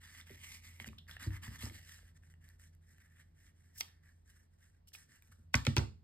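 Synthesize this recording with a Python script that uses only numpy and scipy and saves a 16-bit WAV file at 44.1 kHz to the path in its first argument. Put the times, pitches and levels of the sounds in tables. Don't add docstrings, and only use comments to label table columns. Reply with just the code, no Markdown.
import sys
import numpy as np
from scipy import signal
from scipy.fft import rfft, irfft, next_fast_len
from scipy.io import wavfile
from scipy.ndimage import uniform_filter1d

SR = 44100
rng = np.random.default_rng(int(sys.argv[2]) if len(sys.argv) > 2 else 0)


def decibels_to_gain(level_db):
    exponent = np.asarray(level_db, float) / 20
    return 10 ** exponent


def to_wav(s):
    ch = np.atleast_2d(s).T
    pcm = np.round(np.clip(ch, -1, 1) * 32767)
    wavfile.write(sys.argv[1], SR, pcm.astype(np.int16))


N = 265951


def evened(x):
    return x / np.sqrt(np.mean(x ** 2) + 1e-20)


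def shaped(x, points):
    f, db = np.transpose(points)
    size = next_fast_len(x.shape[-1])
    hz = np.fft.rfftfreq(size, 1 / SR)
    above_db = db[-1] - 12 * (f[-1] < 300)
    gain = decibels_to_gain(np.interp(np.log(hz + 1), np.log(f), db, right=above_db))
    return irfft(rfft(x, size) * gain, size)[..., :x.shape[-1]]


def coloured(x, points):
    return evened(shaped(x, points))


def curve(points):
    return np.interp(np.arange(N) / SR, *np.transpose(points))


def add(mix, s, sound):
    part = mix[round(s * SR):][:len(sound)]
    part += sound[:len(part)]


def resonate(x, hz, width):
    turn = np.exp(2j * np.pi * np.cumsum(hz * np.ones(len(x))) / SR)
    r = np.exp(-np.pi * width / SR)
    return 2 * (turn * signal.lfilter([1 - r], [1, -r], x / turn + 1e-18)).real


def strokes(rows, rise, fall, with_last=0.):
    power = np.zeros(N)
    for start, top, end, db, last in rows:
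        t = np.arange(0, end - start, 1 / SR)
        swell = (t / (top - start)) ** rise
        release = abs((end - start - t) / (end - top)) ** fall
        shape = np.where(t < top - start, swell, release)
        add(power, start, (decibels_to_gain(db + with_last * last) * shape) ** 2)
    return np.sqrt(power)


def fibres(per_s, spread_db, smooth):
    size = decibels_to_gain(spread_db * np.minimum(rng.exponential(1, N), 3.6))
    slips = size * (rng.random(N) < per_s / SR) * rng.standard_normal(N)
    flutter = evened(uniform_filter1d(rng.standard_normal(N), size=500))
    return (evened(slips) + smooth * rng.standard_normal(N)) * decibels_to_gain(1.85 * flutter)


# time in seconds, hum level in dB.
HUM = [(0, -66.5), (.35, -64), (1.2, -61), (1.47, -58.5), (1.85, -62), (2.1, -64), (2.5, -64.5),
       (3.04, -68.5), (3.48, -66), (3.65, -70), (4.08, -69.5), (4.8, -74), (5.0, -70), (5.13, -81),
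       (5.33, -68.5), (5.52, -65), (6.03, -64.5)]
IDLE_DB = -62.5
# frequency in Hz, level in dB.
RUMBLE = [(14, -60.5), (30, -8), (58, 6), (84, -16), (101, 1), (118, -14.5), (152, -6.5), (260, -34)]
DRONE = [(150, -29.5), (210, 2.5), (250, 4), (330, -10.5), (560, -12), (800, -26)]


def machine():
    hum_hz, waver_width_hz = 84.5, 1.5
    hum_db = curve(HUM)
    rumble_db = -70 + 0.36 * (hum_db - IDLE_DB)
    drone_db = -90 + 2.6 * (hum_db - IDLE_DB)
    waver, rumble, drone = rng.standard_normal((3, N))
    hum = 0.32 * evened(resonate(waver, hum_hz, waver_width_hz))
    hum = hum + 1.38 * np.sin(2 * np.pi * hum_hz * np.arange(N) / SR)
    low = decibels_to_gain(rumble_db) * coloured(rumble, RUMBLE) + decibels_to_gain(drone_db) * coloured(drone, DRONE)
    return decibels_to_gain(hum_db + 2.5) * hum + low


# frequency in Hz, level in dB, width in Hz.
MURMUR = [(52.7, -74, 2.7), (102, -76, 2.8), (134, -78, 5.5), (156, -73, 3.8), (215, -85, 3.7),
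          (240.2, -85.5, 5.9)]


def table_hum():
    shake = rng.standard_normal((len(MURMUR), N))
    murmur = sum(decibels_to_gain(db) * evened(resonate(v, hz, width)) for (hz, db, width), v in zip(MURMUR, shake))
    return decibels_to_gain(1.2 * (curve(HUM) - IDLE_DB)) * murmur


# frequency in Hz, level in dB.
AIR = [(200, 27.5), (500, 11.5), (1000, 1), (1800, 6), (3000, -2.5), (6000, -4.5), (10000, -43),
       (16000, -55)]
# frequency in Hz, level in dB.
UNLIKE = [(60, -9.5), (250, -8), (700, 7.5), (1200, 6), (1800, -12), (2800, -3), (4800, -1), (6200, -14),
          (10400, -24.5)]


def still_air():
    alike, unlike = decibels_to_gain(-78.5) * coloured(rng.standard_normal((2, N)), AIR)
    return alike + np.array([[1.5], [-1.5]]) * shaped(unlike, UNLIKE)


# frequency in Hz, time to fall 60 dB in seconds.
ROOM = [(100, 0.37), (500, 0.25), (2000, 0.27), (5000, 0.31), (9000, 0.26), (13000, 0.28), (14800, 0.065)]


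def room(x):
    taps = np.zeros((2, SR // 2))
    at = np.arange(200, SR // 2 - 20, 20) + rng.integers(0, 20, (2, (SR // 2 - 201) // 20))
    np.put_along_axis(taps, at, rng.choice([-1., 1.], at.shape), 1)
    hz, t, z = signal.stft(taps, SR, nperseg=256)
    t60 = np.interp(hz, *np.transpose(ROOM))[:, None]
    tail = signal.istft(z * decibels_to_gain(-60 * t / t60), SR, nperseg=256)[1]
    tail = tail[0] + np.array([[1], [-1]]) * shaped(tail[1], UNLIKE)
    return signal.fftconvolve(x[None], tail / np.linalg.norm(tail[0]), axes=1)[:, :N]


# frequency in Hz, unlike share in dB.
NEAR_UNLIKE = [(300, -25), (1200, -17.5), (2800, -8), (4800, -12), (6200, -12.5), (10000, -17),
               (13500, -13.5), (15000, -30)]


def scattered(x):
    z = signal.stft(x, nperseg=128)[2]
    phase = 2j * np.pi * rng.random(z.shape[::-1]).T
    turned = signal.istft(z * np.exp(phase), nperseg=128)[1][:N]
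    return np.array([[1], [-1]]) * shaped(turned, NEAR_UNLIKE)


# time in seconds, peak in dB, hardness in dB an octave,
# mode favoured by the spot in Hz, ring length factor.
THUDS = [(0.298, -48, 5, 395, 1.4), (0.8, -52.5, 4, 215, 1.8), (0.866, -39, 2, 221, 0.85),
         (0.889, -49.5, 4, 218, 1.4), (1.259, -29, -2, 318, 1.44), (1.47, -36.5, -2.5, 220, 0.94),
         (1.505, -43, -0.5, 243, 0.74), (1.626, -36, 2.5, 235, 0.9), (1.662, -42.5, 5, 272, 0.65),
         (1.705, -48.5, 6.5, 344, 0.48), (1.735, -53.5, -7, 101, 1.1), (2.024, -64, 7, 465, 0.38),
         (3.803, -57.5, 3.5, 231, 0.68), (5.08, -65, 1.5, 228, 2.5), (5.28, -59, -2, 205, 2.2),
         (5.381, -62, 2, 225, 2.5), (5.5396, -20.5, 0.5, 242, 0.73), (5.6663, -23, 2.5, 236, 1.06),
         (5.766, -21, 2, 375, 1.22), (5.813, -38, 3.5, 215, 1)]
SPOTS = [(2, -6, -2, -4), (0, -9, 0, -1), (7, 5, -4, -9), (4, -18, -1, -3), (5, 1, 3.5, -2),
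         (-7, 2.5, 1.5, -3), (-2, -3, 1.5, 1), (-1, 6, 5, -8), (-3, -18, -5, 3.5), (-3, -9, 0, -10),
         (-9, -13, -4, -8), (0, -3, -5, 3), (3, 0, -2.5, -2), (-3, 1.5, 0, -1.5), (0.5, -0.5, 1, 0.5),
         (0, 0, 0.5, -1), (1.5, 2.5, -5, 3), (-14, -5, 3, 6), (0, -0.5, 2.5, 1), (-1, 0, -8, -8)]
# frequency in Hz, level in dB, time to fall 60 dB in seconds.
TABLE = [(53, -9.5, 0.37), (70.2, 4.5, 0.3), (97.9, 5, 0.33), (130, 1, 0.31), (164, -8.5, 0.13),
         (180, -14, 0.35), (215, -7.5, 0.18), (242, -9, 0.15), (283, -14, 0.2), (318, -10.5, 0.17),
         (357, -14.5, 0.09), (400, -15, 0.1), (475, -16, 0.095), (589, -14, 0.054)]
BENDING = 0.1094


def thuds():
    out = np.zeros(N)
    hz, mode_db, t60 = np.transpose(TABLE)[:, :, None]
    t = np.maximum(np.arange(SR // 2) / SR - BENDING / np.sqrt(hz), 0)
    sign = -(-1.) ** np.arange(len(TABLE))[:, None]
    nodes = np.pad(SPOTS, [(0, 0), (0, len(TABLE) - len(SPOTS[0]))])[:, :, None]
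    swell = 1 - np.exp(-t * hz / 0.3)
    for (s, db, hard_db, spot_hz, ring), node_db in zip(THUDS, nodes):
        fall = 0.55 * decibels_to_gain(-60 * t / (0.38 * ring * t60)) + 0.26 * decibels_to_gain(-60 * t / (ring * t60))
        favour_db = 11.2 * np.exp(-(np.log2(hz / spot_hz) / 0.18) ** 2)
        level = decibels_to_gain(mode_db + hard_db * np.log2(hz / 100) + favour_db + node_db - 9.0)
        modes = sign * level * swell * fall * np.sin(2 * np.pi * hz * t)
        add(out, s, decibels_to_gain(db) * modes.sum(0))
    return out


def crack(centre_hz, tilt_db, size=4096):
    hz = np.fft.rfftfreq(size, 1 / SR) + 1
    above_db = tilt_db * np.log2(np.maximum(hz / centre_hz, 1))
    below_db = 3.8 * np.log2(np.minimum(hz / centre_hz, 1))
    colour_db = above_db + below_db - 14.0 * (hz / 11000) ** 2
    delay = np.exp(-4j * np.pi * 0.699 * BENDING * np.sqrt(hz))
    sweep = irfft(decibels_to_gain(colour_db) * delay, size)[:size // 2]
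    return sweep / abs(sweep).max()


# time in seconds, crack in dB, strongest ring in Hz, ring in dB, tilt in dB an octave.
KNOCKS = [
    (3.8075, -25.5, 3610, -2.5, -5.5),
    (4.949, -41, 2480, -7, -31),
    (5.5426, -13.5, 1700, -7, -2),
    (5.651, -28, 1890, -13, -0.5),
    (5.6668, -16, 2310, -15, -2),
    (5.7666, -13, 1044, -23, -1.5),
    (5.7725, -28, 3490, -5, -1.5),
    (5.7801, -28.5, 5360, -3.5, -3),
    (5.792, -30, 1000, -1.5, -16),
]
CLINKS = [
    (5.539, -37.5, 8460, -10.5, -0.94),
    (5.5523, -28.5, 7660, -7, -1.6),
    (5.556, -32.5, 7100, -7, -1.6),
    (5.7794, -39, 7500, -11, -1),
]
# frequency in Hz, level in dB, time to fall 60 dB in seconds.
STEEL = [(1030, -16, 0.0051), (1310, -15.5, 0.014), (1510, 6.5, 0.011), (1800, -1, 0.0082), (2219, 0, 0.05),
         (2480, 5, 0.027), (2610, 7, 0.012), (3255, 0, 0.025), (4000, -3, 0.0087), (4510, -2.5, 0.011),
         (4670, 2, 0.016), (5700, 5.5, 0.032), (8300, -15, 0.0069)]


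def knocks():
    steel, cracks, t = np.zeros(N), np.zeros(N), np.arange(4000) / SR
    hz, mode_db, t60 = np.transpose(STEEL)[:, :, None]
    blows = [(*row, -5.5) for row in KNOCKS] + [(*row, 5) for row in CLINKS]
    chances = rng.standard_normal((len(blows), len(t)))
    for (s, db, centre_hz, ring_db, tilt_db, rattle_db), chance in zip(blows, chances):
        reach_db = ring_db - 11.0 * np.log2(hz / centre_hz) ** 2
        detune = 1 + 0.019 * chance[:len(STEEL), None]
        modes = decibels_to_gain(mode_db + reach_db - 60 * t / t60) * np.sin(2 * np.pi * hz * detune * t)
        damping = (1.3 * decibels_to_gain(-60 * t / 0.027) + 0.5) * np.minimum(t / 0.0014, 1)
        colour = [(centre_hz / 29.0, -14), (centre_hz, 0), (33.0 * centre_hz, 25.0 * tilt_db)]
        rattle = decibels_to_gain(rattle_db - 60 * t / 0.014) * coloured(chance, colour)
        rattle = rattle * np.minimum(t / 0.0026, 1)
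        add(steel, s, decibels_to_gain(db - 3.5) * modes.sum(0) * damping)
        add(cracks, s, decibels_to_gain(db - 3.5) * rattle)
        add(cracks, s - .0007, decibels_to_gain(db - 8.5) * crack(centre_hz, tilt_db))
    return steel, cracks


# time in seconds, then modes of frequency in Hz, peak in dB, 60 dB fall in seconds.
RINGS = [
    (3.8068, [(769, -52.5, 0.077), (2390, -31.5, 0.039), (2930, -42, 0.058), (3300, -36, 0.064), (4270, -39.5, 0.048), (4790, -31.5, 0.057), (6770, -36, 0.034), (8380, -42, 0.038), (12020, -36.5, 0.037), (13600, -38.5, 0.039)]),
    (5.5428, [(600, -37, 0.14), (1130, -35, 0.19), (1558, -26.5, 0.092), (1684, -14, 0.017), (1986, -20, 0.04), (2066, -25.5, .08), (2310, -38.5, 0.052), (3340, -39, 0.05), (4510, -39.5, 0.043), (5350, -37.5, 0.039)]),
    (5.5528, [(4900, -36, 0.042), (5353, -22, 0.032), (6560, -34, 0.059), (7770, -34, 0.036), (8300, -38, 0.04)]),
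    (5.6668, [(516, -29.5, 0.051), (847, -37, 0.083), (1407, -32.5, 0.043), (2210, -32, 0.045), (2840, -42, .05), (3384, -37, 0.043), (4290, -27.5, 0.036), (5180, -28, 0.019), (7150, -36, 0.034)]),
    (5.7668, [(357.5, -30, .14), (480, -38, 0.21), (788, -35, 0.09), (1000, -30, 0.098), (1630, -27, 0.042), (2270, -31, 0.048), (3310, -27.5, 0.056), (4670, -29, 0.026), (5300, -34, .03)]),
]


def rings():
    out, t = np.zeros(N), np.arange(8000) / SR
    for s, modes in RINGS:
        hz, db, t60 = np.transpose(modes)[:, :, None]
        level = decibels_to_gain(db - 0.5 - 60 * t / (0.28 * t60)) + decibels_to_gain(db - 13 - 60 * t / t60)
        sound = (level * np.sin(2 * np.pi * hz * t)).sum(0)
        add(out, s, sound * np.minimum(t / 0.0008, 1))
    return out


# start, hardest moment and end in seconds, level in dB, low grind in dB.
SHEARS = [
    (3.715, 3.762, 3.8, -61, -12),
    (3.75, 3.78, 3.84, -50, -18),
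    (3.765, 3.805, 3.828, -44.5, -14),
    (3.81, 3.825, 3.957, -68, 6.5),
    (4.86, 4.882, 4.9, -61, -7),
    (4.925, 4.936, 4.99, -52.5, -5),
    (5.525, 5.541, 5.546, -56, 6),
    (5.75, 5.765, 5.77, -50, -4),
]
# frequency in Hz, width in Hz, level in dB.
BLADE = [(5450, 530, 4), (7140, 720, 1.5), (8300, 760, 1), (10870, 850, 5.5), (12500, 480, -4.5),
         (13600, 390, 3), (15530, 340, 10)]
# frequency in Hz, level in dB.
SCRAPE = [(1500, -16.5), (2800, 9.5), (4000, 3), (5300, 2), (7000, -3.5)]


def shearing():
    slips = fibres(9000, 0.52, 0.97)
    ringing = sum((-1) ** k * decibels_to_gain(db) * resonate(slips, hz, width) for k, (hz, width, db) in enumerate(BLADE))
    level, grind = (strokes(SHEARS, 3, 1.75, share) for share in (0, 1))
    return level * evened(ringing) + grind * coloured(slips, SCRAPE)


# time in seconds, peak in dB, ring in Hz, treble in dB.
TICKS = [(0.091, -55, 3370, -22), (0.148, -45.5, 1930, -11), (0.212, -45, 3540, -20),
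         (0.269, -50.5, 2100, -3.5), (0.295, -45, 2060, -12), (0.346, -50.5, 3270, -11),
         (0.39, -58, 2090, 0), (0.636, -54, 2130, -2.5), (0.8, -31, 2120, -19), (0.844, -35.5, 1940, -22),
         (0.86, -45, 1610, -21.5), (0.887, -42.5, 2480, -6), (0.931, -48.5, 1173, -27),
         (0.985, -44.5, 3590, -3.5), (1.068, -60, 1900, -21), (1.094, -45, 1560, -6),
         (1.112, -39.5, 3420, -14), (1.167, -35.5, 1800, -27.5), (1.207, -44.5, 1660, -18),
         (1.238, -43, 4000, -20), (1.265, -47, 5060, -20), (1.306, -44, 1800, -10), (1.432, -52, 1910, -8),
         (1.468, -49, 990, 2), (1.479, -40.5, 1770, -18), (1.527, -56, 1910, -13.5),
         (1.553, -48, 1750, -22), (1.61, -49, 2040, -8.5), (1.624, -37.5, 2770, -14),
         (1.655, -36.5, 5200, -8.5), (1.662, -45, 890, -10), (1.698, -42, 2160, -7),
         (1.926, -57.5, 1680, -12), (1.99, -51, 1740, -15), (2.235, -56.5, 1710, -13),
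         (2.339, -54, 1868, -5), (2.597, -59, 1760, 14), (2.983, -55.5, 1800, -3), (3.008, -76, 1820, -8),
         (4.75, -72, 1670, -11), (4.919, -62, 1780, -8), (5.274, -66.5, 2500, 12),
         (5.223, -55.5, 2400, 8.5), (5.32, -55, 1350, 3.5), (4.9355, -53, 4430, 4), (4.943, -55, 1700, 3),
         (4.874, -61, 3020, 13), (2.489, -60.5, 1800, 17.5), (2.75, -67, 1800, 11.5),
         (3.832, -50.5, 4660, -9)]


def ticks():
    out, t = np.zeros(N), np.arange(2000) / SR
    spits = rng.standard_normal((len(TICKS), len(t)))
    for (s, db, hz, treble_db), spit in zip(TICKS, spits):
        ring = np.sin(2 * np.pi * hz * t) + 0.5 * np.sin(2 * np.pi * 1.49 * hz * t)
        ring = ring + 0.22 * np.sin(2 * np.pi * 0.425 * hz * t) + .12 * spit
        bright = decibels_to_gain(treble_db) * np.diff(spit, prepend=0) * decibels_to_gain(-60 * t / 0.0037)
        add(out, s, decibels_to_gain(db - 60 * t / .011) * (ring + bright) * np.minimum(t / 0.00036, 1))
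    return out


# start, hardest moment and end in seconds, level in dB, whistle in Hz.
THREAD = [
    (0.981, 0.982, 1.09, -54.5, 3300),
    (1.051, 1.068, 1.04, -62, 3200),
    (1.105, 1.113, 1.45, -61, 3620),
    (1.7, 1.76, 2.13, -74.5, 520),
]


def drawn_thread(slips):
    hz = curve([point for row in THREAD for point in [(row[0], row[4]), (row[1] + .05, row[4])]])
    whistle = evened(resonate(resonate(slips, hz, 670), hz, 1200))
    return strokes(THREAD, 0.97, 5.6) * whistle


def patchy(x):
    z = signal.stft(x, nperseg=256)[2]
    patches = uniform_filter1d(rng.standard_normal(z.shape[::-1]), size=14, axis=0)
    patches = uniform_filter1d(patches, size=3, axis=1)
    return evened(signal.istft(z * decibels_to_gain(2.5 * evened(patches).T), nperseg=256)[1][:N])


# start, hardest moment and end in seconds,
# level in dB, fibre hiss in dB.
PULLS = [(0, .035, 0.28, -62.5, -9), (.07, .2, 0.24, -60, -10), (.258, .272, 0.43, -62.5, -12),
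         (.3, .41, 0.36, -62, -7), (.36, .53, 0.61, -59, -3.5), (.61, .65, 0.84, -62.5, -6.5),
         (.79, .82, 0.85, -58.5, -7.5), (.85, .883, 0.88, -58.5, -2), (.9, .93, 1.07, -81.5, -3),
         (1.075, 1.095, 1.179, -56, -14), (1.19, 1.23, 1.304, -53.5, -11), (1.29, 1.37, 1.385, -55.5, -19),
         (1.415, 1.44, 1.505, -55, -9), (1.49, 1.56, 1.583, -58.5, -8), (1.58, 1.63, 1.72, -56, -1),
         (1.71, 1.76, 1.837, -61.5, -6.5), (1.78, 1.92, 2.037, -65, -2), (1.97, 2.07, 2.13, -71.5, -10.5)]
FIDGETS = [(2.144, 2.174, 2.18, -73.5, -2), (2.219, 2.234, 2.34, -75, -4), (2.3, 2.3, 2.34, -72, -4),
           (2.402, 2.462, 2.584, -70.5, -7.5), (2.579, 2.636, 2.713, -70.5, 0),
           (2.722, 2.73, 2.78, -82, -5), (2.806, 2.92, 3.1, -76, -3.5), (3.002, 3, 3.11, -67, -10),
           (3.098, 3.1, 3.38, -77.5, -9), (3.153, 3.204, 3.236, -67, -8.5), (3.341, 3.47, 3.524, -71, -4),
           (3.526, 3.59, 4.1, -82.5, -1.5), (3.608, 3.646, 3.79, -81.5, -10.5),
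           (3.746, 3.77, 3.795, -70, -29), (3.853, 3.885, 4.05, -74, -25),
           (4.017, 4.076, 4.14, -69.5, -11.5), (4.109, 4.123, 4.28, -89.5, 3),
           (4.244, 4.304, 4.33, -74.5, 0.5), (4.305, 4.361, 4.48, -75.5, -2.5), (4.5, 4.542, 4.58, -85, -2),
           (4.575, 4.63, 4.763, -76.5, -2), (4.73, 4.754, 4.82, -82.5, -9), (4.956, 4.985, 5.08, -69, 2),
           (5.069, 5.153, 5.21, -67.5, -4.5), (5.206, 5.246, 5.5, -80, 0.5), (5.31, 5.322, 5.34, -66, -6.5)]
# time in seconds, resonance in Hz.
HOLLOW = [(0, 1770), (.55, 2156), (.9, 2000), (1.1, 1790), (1.7, 1900), (2.1, 1760), (3.4, 1830),
          (4.6, 1700), (5.15, 1767), (5.4, 1450)]
# frequency in Hz, level in dB.
HISS = [(3500, -68), (5500, 5), (7500, 3), (9200, 7.5), (11000, 0), (13500, -13), (14800, -22),
        (16300, -61)]
BODY = [(250, 11.5), (500, -24), (900, 3.5), (1300, 7), (1800, -32.5)]


def rubbing():
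    rise, fall = 0.75, 0.94
    width_hz = 402
    slips, hollow_hz = fibres(5000, 1.5, 0.85), curve(HOLLOW)
    hollow = evened(resonate(resonate(slips, hollow_hz, width_hz), hollow_hz, 3.4 * width_hz))
    level, hiss = (strokes(PULLS + FIDGETS, rise, fall, share) for share in (0, 1))
    scrape = decibels_to_gain(4.5) * strokes(PULLS, rise, fall, 0.42) + decibels_to_gain(-1) * strokes(FIDGETS, rise, fall, 0.42)
    presses = [(PULLS[:10], -2.5), (PULLS[10:15], 4.5), (PULLS[15:], -8)]
    palm = sum(decibels_to_gain(-8 + db) * strokes(rows, rise, fall, 0.27) for rows, db in presses)
    cloth = level * hollow + hiss * coloured(slips, HISS) + scrape * patchy(coloured(slips, SCRAPE))
    return cloth + palm * coloured(slips, BODY) + drawn_thread(slips)


def scene():
    hands, shear, (steel, cracks), table = rubbing() + ticks(), shearing(), knocks(), thuds()
    steel = steel + rings()
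    metal = shear + steel + cracks
    near = hands + metal + scattered(decibels_to_gain(-3) * hands + decibels_to_gain(5.5) * metal)
    sent = decibels_to_gain(-12) * (hands + shear) + decibels_to_gain(-24) * steel + decibels_to_gain(-7.5) * cracks + decibels_to_gain(-8.5) * table
    early = np.arange(N) < 5.64 * SR
    reverb = room(sent * early) + room(sent * ~early)
    return near + table + reverb + machine() + table_hum() + still_air()


def roll_off(x):
    return signal.sosfilt(signal.butter(12, 16450, fs=SR, output="sos"), x)


# frequency in Hz, left lead in radians, left over right in dB.
PORTS = [(0, 0, -.8), (950, -.9, -1.5), (1700, 0, -.6), (2700, 2.4, -4), (3400, 2.1, 0), (4800, 1.2, -4),
         (5900, 3.14, 0), (8050, 6.28, 0), (9850, 9.0, 0), (10750, 9.9, 0), (12200, 12.4, 0),
         (13400, 13.4, 0), (14700, 15.7, 0), (16000, 18, 0)]
# frequency in Hz, level in dB.
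TOP = [(13600, 0), (14600, -9), (16000, -18)]


def record(dry):
    size = next_fast_len(N + 4096)
    f, lead, balance_db = np.transpose(PORTS)
    hz, side = np.fft.rfftfreq(size, 1 / SR), np.array([[.5], [-.5]])
    port = np.exp(1j * side * np.interp(hz, f, lead)) * decibels_to_gain(side * np.interp(hz, f, balance_db))
    capsule = decibels_to_gain(np.interp(hz, *np.transpose(TOP))) * (hz < 16450)
    mix = irfft(rfft(dry, size) * port * capsule, size)[:, :N]
    return roll_off(mix)


dry = scene()
out = record(dry)
to_wav(out)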